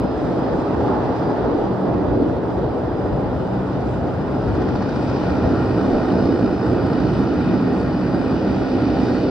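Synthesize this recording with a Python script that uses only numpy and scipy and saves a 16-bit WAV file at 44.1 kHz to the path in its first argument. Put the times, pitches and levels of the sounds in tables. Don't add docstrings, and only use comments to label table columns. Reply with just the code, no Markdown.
import sys
import numpy as np
from scipy import signal
from scipy.fft import rfft, irfft, next_fast_len
from scipy.io import wavfile
from scipy.ndimage import uniform_filter1d, minimum_filter1d, map_coordinates

SR = 44100
rng = np.random.default_rng(int(sys.argv[2]) if len(sys.argv) > 2 else 0)


def convert_level_to_amplitude(level_db):
    exponent = np.asarray(level_db, float) / 20
    return 10 ** exponent


def store_wav(level_fs):
    pcm = np.round(np.clip(np.atleast_2d(level_fs), -1, 1) * 32767)
    wavfile.write(sys.argv[1], SR, pcm.T.astype(np.int16))


N = 410130

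EDGES_HZ = [160, 220, 290, 480, 720, 1050, 2100, 4150, 6600]
# start_s, turn (0 tail-on, 1 side-on), blade_hz, blade_chop, shaft_chop, tone_db
TAXI = [
    (0, 0.063, 57.4, 0.1, 0.06, -52),
    (2, 0.016, 56.3, .08, 0.06, -30.5),
    (3.8, 0.23, 59.5, .06, 0.05, -44),
    (4.4, 0.33, 58.8, 0, 0.08, -42),
    (4.7, 0.53, 58.8, 0.2, 0.2, -54),
    (5.2, 0.7, 58.45, 0.2, 0.09, -39),
    (5.6, 0.94, 58.46, .1, 0.01, -43.5),
    (6.3, 0.97, 59.13, 0.4, 0.07, -30),
    (7.5, 0.92, 59.3, .09, 0.04, -44),
    (9.3, 1, 59.9, 0.2, 0.03, -37),
]
# freq_hz, level_db_per_hz
TAIL_ON = [(12, -66.5), (46, -20.5), (58, -3), (91, -7), (210, -3.5), (300, -6.5), (512, -7.5), (848, -7.5),
           (2220, -33), (5020, -39.5), (6610, -52), (8810, -62.5), (10510, -79.5), (13010, -100.5)]
# freq_hz, level_db_per_hz
SIDE_ON = [(12, -68), (46, -24), (58, -5), (113, -6), (249, -8), (525, -16), (957, -19), (1400, -21.5),
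           (2110, -38), (5020, -52.5), (6610, -60.5), (8810, -68.5), (10510, -79), (13010, -100.5)]
# freq_hz, scattered_over_direct_db
SCATTER = [(35, -19), (70, -15.5), (130, -9.5), (250, -12.5), (500, -6), (820, -11.5), (1100, -2),
           (1450, -12.5), (2100, -5), (2800, 4.5), (4500, -5.5), (5700, -5.5), (6600, 1.5), (10000, 3.5)]
# freq_hz, width_hz, level_db
HOUSING = [(813, 170, 5), (1443, 380, 5.5), (1868, 110, 7.5), (2466, 420, 9.5), (2960, 290, 9.5),
           (3680, 600, 7), (4506, 300, 8), (5000, 320, 9), (5800, 330, 2), (7250, 500, -3.5),
           (7800, 250, 4), (8350, 1150, 6.5)]
# freq_hz, left_lead_rad
LEAD = [(900, 0), (1200, 0.4), (1900, 0.67), (2150, -2), (2500, -1.16), (2780, -2), (3050, 1.5), (4200, -1),
        (5200, -0.8), (6000, -1), (7300, -4), (7750, -0.8), (8800, 0)]
# multiple, level_db
BLADE_ORDERS = [(1, -2), (2, -2.5), (3, -6), (4, -3.5), (5, -14.5), (6, -7.5)]
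# freq_hz, level_db_per_hz
GUST_COLOUR = [(10, -19), (25, -7.5), (42, -6), (55, -12.5), (90, -40.5), (200, -120)]
# freq_hz, width_hz, level_db
EXHAUST = [(64.5, 110, 0), (125, 40, 5.5), (190, 21, 9.5), (254, 26, 7), (300.2, 34, 4.5)]
SURROUND = [
    (442, 397),
    (221, 309),
]
# freq_hz, left_right_db
LEAN_TAIL = [(60, 0), (300, -1), (450, 0.5), (1000, -3), (1600, -2.5), (2200, 2), (2900, -3), (3600, -0.5),
             (4400, -3.5), (6500, 1.5), (7800, -5.5), (9300, 3.5), (10500, 1.5)]
# freq_hz, left_right_db
LEAN_SIDE = [(60, -1), (1000, -2.5), (1300, -0.5), (2000, 4), (2350, -1.5), (2620, 9.5), (2850, -3.5),
             (3150, -1.5), (4300, -3.5), (5300, 0.5), (6900, 2), (7800, -2), (9000, 4.5), (10500, 6)]
# freq_hz, level_db_per_hz
SELF_NOISE = [(3000, -23.5), (8000, -2), (10000, -0.5), (11200, -3.5), (12720, -5), (12780, -60.5)]
# start_s, low_db, treble_db
CARRY = [(0.0, -0.6, 1), (0.5, 1.8, 0.5), (0.95, 1.2, 1), (1.3, 2.1, 0.3), (1.87, 1.5, -0.5),
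         (2.4, 0.5, -1.5), (3.2, -0.5, -0.85), (4.2, -0.9, -0.5), (4.55, 0.65, 0.2), (4.9, -1.3, 1),
         (5.23, 0.3, 0.9), (5.55, 1.45, 0), (6.15, 0.5, 0.55), (6.6, 1.8, -0.9), (7.05, 0.5, 0.6),
         (7.95, 0.5, -0.16), (9.08, 0, 2.5), (9.3, 2, 0.9)]
# tail_on_db, side_on_rise_db, low_carry_share, treble_carry_share, flutter_db
LAYERS = [
    (-29, 2.5, -0.1, -0.099, 1.5),
    (-36.5, 8.5, 0.6, -3, -2),
    (-33.5, 4, 0.89, 2.5, -0.5),
    (-27, 2, 2, -0.18, 0.46),
    (-31, -1.5, 0.84, 0.6, 1),
    (-36, -3, 1.1, 1.33, -0.27),
    (-39.5, 1.5, 0.96, 1.07, 0.45),
    (-53.5, 5, 0.4, 1.35, 0.27),
    (-62.5, 9.5, 1, 1.65, 0.16),
    (-74, 3, 0.2, 1.6, 1.9),
]
# peak_s, level_db,
# centre_hz, length_s
SURGES = [(0.047, 11.5, 235, 0.018), (0.215, -6.5, 1060, 0.25), (0.79, 9, 152.7, 0.12),
          (0.95, 8.5, 1100, 0.088), (1.14, -8, 297, 0.084), (1.54, -15, 162, 0.067), (1.76, -5, 317, 0.079),
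          (1.86, 6, 179.7, 0.04), (2.18, -4, 1020, 0.14), (2.22, 20, 276, 0.044), (2.73, -7.5, 182, 0.26),
          (3.14, 13, 159, 0.029), (3.22, 3.5, 935, 0.12), (4.41, 4.5, 108.4, 0.26), (4.64, -3, 179, 0.24),
          (5.27, -2, 288, 0.22), (5.31, 1.5, 923, 0.36), (5.46, 15, 140, 0.024), (5.65, -9, 180, 0.074),
          (6.11, 4.5, 688, 0.13), (6.67, -9.5, 179, 0.11), (7.12, 9, 131.6, 0.048), (7.572, 6, 230, 0.18),
          (7.917, -5, 460.6, 0.06), (8.04, -2, 108.3, 0.56), (8.25, 2.5, 227, 0.098),
          (8.71, -19, 155.5, 0.039), (8.93, 1.5, 319, 0.15), (8.98, -7.5, 1173, 0.45),
          (9.263, -13, 1150, 0.044),
          (0.48, -3, 420, 0.11), (1.365, -5, 420, 0.03), (1.535, 3, 380, 0.037),
               (1.83, 3.5, 420, 0.033), (3.503, 1.5, 262, 0.071), (3.9, -0.5, 595, 0.058),
               (4.3, -1, 410, 0.13), (4.65, 3.5, 280, 0.098), (5.098, 4.5, 4400, 0.18),
               (3.85, -1.5, 5920, .5), (5.398, 0, 258, .06), (5.93, 5.5, 277, 0.047), (6.1, 0, 420, 0.066),
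               (6.185, 6, 610, 0.031), (6.289, 5.5, 320, 0.04), (6.446, 10.5, 220, 0.02),
               (6.59, -0.5, 350, 0.06), (6.495, -1, 4850, 0.13), (6.84, 1, 270, 0.069),
               (6.894, 1, 600, 0.072), (7.1, 1.5, 4800, .1), (7.1, 2, 400, 0.11), (7.36, -1.5, 280, 0.1),
               (7.4, -2, 597, 0.096), (8.298, -2, 4500, 0.14), (8.8, -1, 450, 0.13), (0.99, 1, 4830, 0.12),
               (3.11, -1.5, 4760, 0.11), (6.799, -2, 6470, .1), (5.12, 2, 9300, 0.16),
               (6.6, 1.5, 9300, .15), (9.1, -3.5, 9300, .5), (9.2, 2, 9300, .2), (0.73, 0, 9300, .15),
               (7, 0.5, 2950, .3), (4.35, -0.5, 2950, .12), (5.2, 1, 5230, .1), (6.3, 1.5, 5230, .12),
               (9.12, 1.5, 5230, .15), (6.8, 2, 630, .08), (4.15, -2.5, 113, 0.1), (4.85, -1, 113, 0.051),
               (8.65, 2.5, 113, .06), (3.55, 0, 113, .06), (6.9, -1, 253, .1), (.08, -5, 170, 0.089),
               (6.75, -0.5, 530, 0.063), (5.9, -0.5, 870, .06),
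          (0.17, -1.5, 253, 0.036), (0.23, -1, 588, 0.04), (0.65, -6, 253, 0.05),
                (0.68, -3.5, 588, 0.042), (0.94, 2, 253, 0.044), (1.25, -3.3, 187, 0.05),
                (1.69, -1.5, 1485, 0.05), (1.73, 7, 188, 0.046), (1.77, -10, 253, 0.05),
                (2.17, 1.5, 376, 0.03), (2.2, -10, 188, 0.058), (2.55, -1, 253, 0.042),
                (2.62, 1.5, 113, 0.043), (3.48, -2, 373, 0.045), (3.67, 1, 253, 0.056),
                (4.0, 3.5, 190, 0.05), (4.15, -6, 253, 0.033), (4.61, -6.6, 188, 0.05),
                (4.7, 3.5, 870, 0.043), (4.71, 1.5, 5230, 0.12), (4.88, 2.8, 253, 0.05),
                (5.27, 1, 870, 0.037), (5.32, -3.1, 253.2, 0.034), (5.45, 4.5, 588, 0.032),
                (5.54, 2.7, 253, 0.05), (5.56, 2.6, 1485, 0.039), (5.8, 1.5, 870, 0.05),
                (5.91, 1, 588, 0.056), (6.0, 2.4, 870, 0.05), (6.06, -8, 188, 0.042),
                (6.15, 4.5, 254, 0.066), (6.36, -6, 187.3, 0.04), (6.59, 0, 253, 0.05),
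                (6.74, 3.5, 188.4, 0.05), (6.96, -1, 588, 0.04), (7.3, -4, 251.6, 0.05),
                (7.52, -1.5, 188, 0.039), (7.63, 0, 588, 0.043), (7.67, -0.5, 370, 0.04),
                (7.81, -6, 253, 0.03), (7.89, -3.0, 188, 0.05), (8.01, -2, 373, 0.13),
                (8.14, 3, 188, 0.034), (8.4, -1.5, 373, 0.05), (8.5, 7.5, 188, 0.045),
                (8.51, -4, 253, 0.05), (8.59, -0.5, 863, 0.12), (9.21, -8, 186, 0.04),
          (0.01, 2, 113, 0.06), (0.96, -2, 9330, 0.06), (1.22, 2.2, 5230, 0.056),
                (1.27, 1.5, 9330, 0.06), (1.54, -2.5, 253, 0.16), (1.57, -1.5, 588, 0.055),
                (1.69, -2, 113, 0.06), (1.78, -2.4, 2950, 0.06), (1.83, -2, 373, 0.054),
                (1.95, 3.2, 253, 0.06), (2.13, -1, 5230, 0.06), (2.17, 3.5, 113, 0.066),
                (2.51, 2.5, 870, 0.055), (2.63, 3, 113, 0.06), (2.88, -0.5, 2950, 0.06),
                (3.27, 2, 113, 0.06), (3.62, -2, 373, 0.06), (3.76, 3, 5230, 0.06), (3.81, 2.6, 113, 0.06),
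                (3.92, -5, 253, 0.06), (3.92, 2, 9330, 0.15), (4.32, -2.5, 113, 0.06),
                (4.6, -1.5, 588, 0.15), (4.83, 1.8, 5230, 0.15), (4.84, -2.1, 373, 0.06),
                (5.21, 1.5, 2950, 0.15), (5.31, 3.1, 113, 0.052), (5.72, 2.6, 113, 0.06),
                (5.81, -1, 870, 0.06), (5.9, 2, 588, 0.06), (6.2, -2.4, 9330, 0.06),
                (6.34, -0.5, 2950, 0.15), (6.56, -1.5, 373, 0.06), (6.88, 3.4, 113, 0.059),
                (7.32, 1.9, 373, 0.055), (7.42, -2.5, 9330, 0.15), (7.48, 2.0, 2950, 0.06),
                (7.65, -2.5, 588, 0.054), (7.95, 3, 253, 0.054), (8.02, -1, 870, 0.06),
                (8.3, -3, 188, 0.06), (8.35, 1, 5230, 0.06), (8.58, -1.3, 870, 0.15), (8.79, 1, 373, 0.15),
                (8.89, 3.3, 113, 0.06)]
# start_s, pitch_hz, lift_db
SPOOL = [
    (0, 5000, 6.5),
    (.35, 4994, 5),
    (1.6, 4910, -5.5),
    (2.55, 4960, 2),
    (4.3, 5043, 2),
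    (5.5, 5070, -8),
    (6.25, 5080, 6),
    (7.0, 5000, 1.5),
    (8.14, 4950, 1),
    (9.3, 4940, -1),
]
# peak_s, rise_db, length_s
FLARES = [
    (1.268, 17.5, .06),
    (1.6, 11, .08),
    (6.3, -4, .08),
    (6.9, 2, .08),
    (7.748, 13, .04),
    (7.98, 17.5, .025),
    (8.146, 23, 0.045),
    (8.307, 16.5, .025),
    (8.441, 15, 0.045),
    (9.154, 14, 0.074),
]
# peak_s, rise_db
GUSTS = [(.39, 3), (.7, -7), (1.62, 20), (2.17, 6), (2.9, 5), (3.62, 7), (5.28, 17), (5.46, 3), (5.95, 23),
         (6.22, 18), (7.05, 5), (7.48, 7), (8.2, 10.5), (8.65, 15), (9.12, 8)]
# start_s, left_right_low_roar_db
SWING = [(0, 1), (2, 0.1), (2.6, 0.5), (3.4, 1.5), (3.9, 1), (4.7, 2.5), (5.3, 1), (6.1, 0), (7, -0.3),
         (7.7, 0.5), (9.3, 0)]
GAP_SHARE = [
    .12,
    .65,
]

SURGE_OCTAVES, FLUTTER_PER_S = 0.24, 10
NARROW_DB, WIDE_DB, WIDE_TURN_DB, WIDE_CARRY = -70, -66.5, 8.5, 1.5
BREEZE_DB, GUST_S, LULL_DB = -56.5, .06, 2
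HOOT_S, HOOT_HZ, HOOT_DB, HOOT_LENGTH_S = 0.92, 840, -29, 0.08
FADE_S, BLOCK_S = .0012, 1024 / 48000
GAP_DB, GAP_TURN_DB = -6, -5


def unit(x):
    return x / np.sqrt(np.mean(np.atleast_2d(x).mean(0) ** 2) + 1e-20)


def along(points, hz):
    f, v = np.transpose(points)
    return np.interp(np.log(hz + 1), np.log(f + 1), v)


def curves(rows):
    s, *cols = np.transpose(rows)
    return [np.interp(np.arange(N) / SR, s, c) for c in cols]


def wobble(rate):
    coarse = np.arange(0, N + 16, 16)
    knots = rng.standard_normal(int(N * rate / SR) + 4)
    return np.interp(np.arange(N), coarse, map_coordinates(knots, [coarse * rate / SR]))


def filtered(x, response):
    pad = 4096
    m = next_fast_len(N + 2 * pad)
    wide = np.pad(x, [(0, 0)] * (x.ndim - 1) + [(pad, m - N - pad)], mode="reflect")
    return irfft(rfft(wide) * response(np.fft.rfftfreq(m, 1 / SR)), m)[..., pad:N + pad]


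def bumps(modes, f):
    return sum(db / (1 + (2 * (f - c) / w) ** 2) for c, w, db in modes)


def swells(rows, seconds, weights=1):
    s, db = np.transpose(rows)[:2, :, None]
    coarse = np.arange(0, N + 64, 64)
    bells = db * np.exp(-.5 * ((coarse / SR - s) / seconds) ** 2)
    return np.interp(np.arange(N), coarse, (np.reshape(weights, (-1, 1)) * bells).sum(0))


def shimmer(count, patchy_db, high=5, long=14):
    z = signal.stft(rng.standard_normal((count, N)), nperseg=512)[2]
    field = uniform_filter1d(rng.standard_normal(z.shape[1:]), size=int(high), axis=0)
    field = uniform_filter1d(field, size=int(long), axis=1)
    return signal.istft(z * convert_level_to_amplitude(patchy_db * field / field.std()), nperseg=512)[1][:, :N]


def steady(x, seconds):
    power = uniform_filter1d(x.mean(0) ** 2, max(int(seconds * SR), 1))
    return x / np.sqrt(np.abs(uniform_filter1d(power, max(int(seconds * SR), 1))) + 1e-20)


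def hiss_gaps():
    count = int(N / SR / BLOCK_S) + 1
    starved = rng.random(count) < np.resize(GAP_SHARE, count)
    block = (np.arange(N) / SR / BLOCK_S).astype(int)
    gate = uniform_filter1d(starved[block] * 1., size=300)
    return convert_level_to_amplitude(gate * (GAP_DB + GAP_TURN_DB * curves(TAXI)[0]))


def camera_hiss():
    noise = shimmer(count=2, patchy_db=2.0, high=20, long=3.5)
    hiss = unit(filtered(noise, lambda f: convert_level_to_amplitude(along(SELF_NOISE, f))))
    return convert_level_to_amplitude(-76.5) * hiss * hiss_gaps()


def camera_floor():
    return convert_level_to_amplitude(-84) * unit(shimmer(count=2, patchy_db=2.5, high=30, long=4.5))


def wind():
    noise = rng.standard_normal((3, N))
    buffet_db = BREEZE_DB + swells(GUSTS, GUST_S) + LULL_DB * wobble(6.7)
    rumble = filtered(noise[0] + .12 * noise[1:], lambda f: convert_level_to_amplitude(along(GUST_COLOUR, f)))
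    return convert_level_to_amplitude(buffet_db) * steady(rumble, seconds=.2)


def hoot():
    t = np.arange(N) / SR
    bell = np.exp(-.5 * ((t - HOOT_S) / HOOT_LENGTH_S) ** 2)
    return convert_level_to_amplitude(HOOT_DB) * bell * np.sin(2 * np.pi * HOOT_HZ * t)


def whine():
    upper_hz, lift_db = curves(SPOOL)
    lower_db = NARROW_DB + swells(FLARES, np.transpose(FLARES)[2, :, None])
    upper_db = WIDE_DB + lift_db + WIDE_TURN_DB * curves(TAXI)[0] + WIDE_CARRY * curves(CARRY)[1]
    # pitch_hz, level_db, port_lag_rad, stray_hz
    tones = [(4860, lower_db, .8, 20),
             (upper_hz, upper_db + 0.5, .8, 95),
             (7800, upper_db - 33.0, 1.5, 50)]
    out = 0
    for hz, db, lag, stray_hz in tones:
        phase = 2 * np.pi * np.cumsum(hz + stray_hz * wobble(120)) / SR
        out = out + convert_level_to_amplitude(db + 2.7 * wobble(11)) * np.sin(phase + [[-lag / 2], [lag / 2]])
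    return out


def propellers():
    _, blade_hz, _, _, tone_db = curves(TAXI)
    out = 0
    for detune in [.992, .999, 1.003, 1.011]:
        phase = 2 * np.pi * np.cumsum(blade_hz * (detune + 0.0053 * wobble(3.1))) / SR
        for k, db in BLADE_ORDERS:
            out = out + convert_level_to_amplitude(db + 0.87 * wobble(0.51)) * np.sin(k * phase + rng.uniform(0, 7.5))
    return convert_level_to_amplitude(tone_db - 13.0) * out


def aspect(spectrum, lean, chop, scatter_db, housing, boom):
    noise = shimmer(count=3, patchy_db=1.04)

    def case(f):
        ports = np.exp(np.outer([.5j, -.5j], along(LEAD, f)))
        return convert_level_to_amplitude(housing * bumps(HOUSING, f)) * ports

    def scatter(f):
        return convert_level_to_amplitude(along(SCATTER, f) + scatter_db)

    def colour(f):
        tilt_db = np.outer([.5, -.5], along(lean, f))
        level = convert_level_to_amplitude(along(spectrum, f) + tilt_db + boom * bumps(EXHAUST, f))
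        return level / np.sqrt(1 + scatter(f) ** 2)

    direct = filtered(noise[0] * chop, case)
    scattered = filtered(noise[1:], scatter)
    return filtered(direct + scattered, colour)


def layer_levels(turn):
    low_db, treble_db = curves(CARRY)
    edges = np.log2([EDGES_HZ[0] / 2, *EDGES_HZ, EDGES_HZ[-1] * 2])
    rows = SURGES
    _, _, surge_hz, length_s = np.transpose(rows)
    levels = []
    for layer, centre in zip(LAYERS, (edges[1:] + edges[:-1]) / 2):
        db, rise_db, low, treble, flutter_db = layer
        reach = np.exp(-.5 * ((np.log2(surge_hz) - centre) / SURGE_OCTAVES) ** 2)
        level = db + rise_db * turn + low * low_db + treble * treble_db
        level = level + swells(rows, length_s[:, None], reach)
        levels.append(level + flutter_db * wobble(FLUTTER_PER_S))
    return levels


def engines():
    turn, blade_hz, blade, shaft, _ = curves(TAXI)
    revs = 2 * np.pi * np.cumsum(blade_hz) / SR / 4
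    revs = revs - revs[int(4.69 * SR)]
    swish = np.exp(3.6 * np.cos(revs))
    swish = swish / swish.mean() - 1

    def chop():
        return 1 + .75 * blade * (np.cos(4 * revs + .8 * wobble(2.5)) + .4 * np.cos(8 * revs))

    tail = aspect(TAIL_ON, LEAN_TAIL, chop(), scatter_db=3.5, housing=0.14, boom=1.0)
    side = aspect(SIDE_ON, LEAN_SIDE, chop(), scatter_db=1.0, housing=1.0, boom=0.92)
    turn = np.clip(turn, 0, 1)
    blend = np.sqrt(1 - turn) * unit(tail) + np.sqrt(turn) * unit(side)

    def band_split(f):
        edges = np.array([0, *EDGES_HZ, SR])[:, None, None]
        return -np.diff(1 / (1 + (edges / (f + 1)) ** 12), axis=0)

    bands = filtered(blend, band_split)
    swing_db = np.outer([.5, -.5], curves(SWING)[0])
    depths = [0.11, 0.1, 0.078, 0.0, 0.0, 0.48, 0.69, 0.053, 0.96, 0.52]
    follows = [.8, 1.1, 1.1, 1.1, .9, .6, .4, .2, .1, .1]
    out = 0
    for band, db, depth, follow in zip(bands, layer_levels(turn), depths, follows):
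        beat = 1 + depth * shaft * swish
        out = out + convert_level_to_amplitude(db + follow * swing_db) * steady(band, seconds=0.15) * beat
    return out


def scene():
    return wind() + hoot() + whine() + propellers() + engines()


def surround(x, share, loop_gain, split_hz, cut_hz):
    def late(f, count):
        return np.exp(-2j * np.pi * f * count / SR)

    def branch(f, lag, loop):
        return late(f, lag) * (late(f, loop) - loop_gain) / (1 - loop_gain * late(f, loop))

    def rear(f):
        bass = 1 / (1 + (f / split_hz) ** 2)
        both = bass * branch(f, *SURROUND[0]) + (1 - bass) * branch(f, *SURROUND[1])
        return share * 1j * f / (cut_hz + 1j * f) * both

    back = filtered((x[0] - x[1]) / 2, rear)
    return x + [back, -back]


def limiter(x):
    gain = minimum_filter1d(.58 / (np.abs(x).max(0) + 1e-9), 441)
    return x * np.minimum(1, uniform_filter1d(gain, 441))


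def top_cut(x):
    return signal.sosfilt(signal.butter(12, 15740, fs=SR, output="sos"), x)


def record(dry):
    wide = surround(dry + camera_hiss(), share=.49, loop_gain=.37, split_hz=3000, cut_hz=125)
    held = limiter(wide)
    fade = np.minimum(1, (N - np.arange(N)) / (FADE_S * SR))
    mix = (held + camera_floor()) * np.sin(fade * np.pi / 2) ** 2
    return top_cut(mix)


dry = scene()
out = record(dry)
store_wav(out)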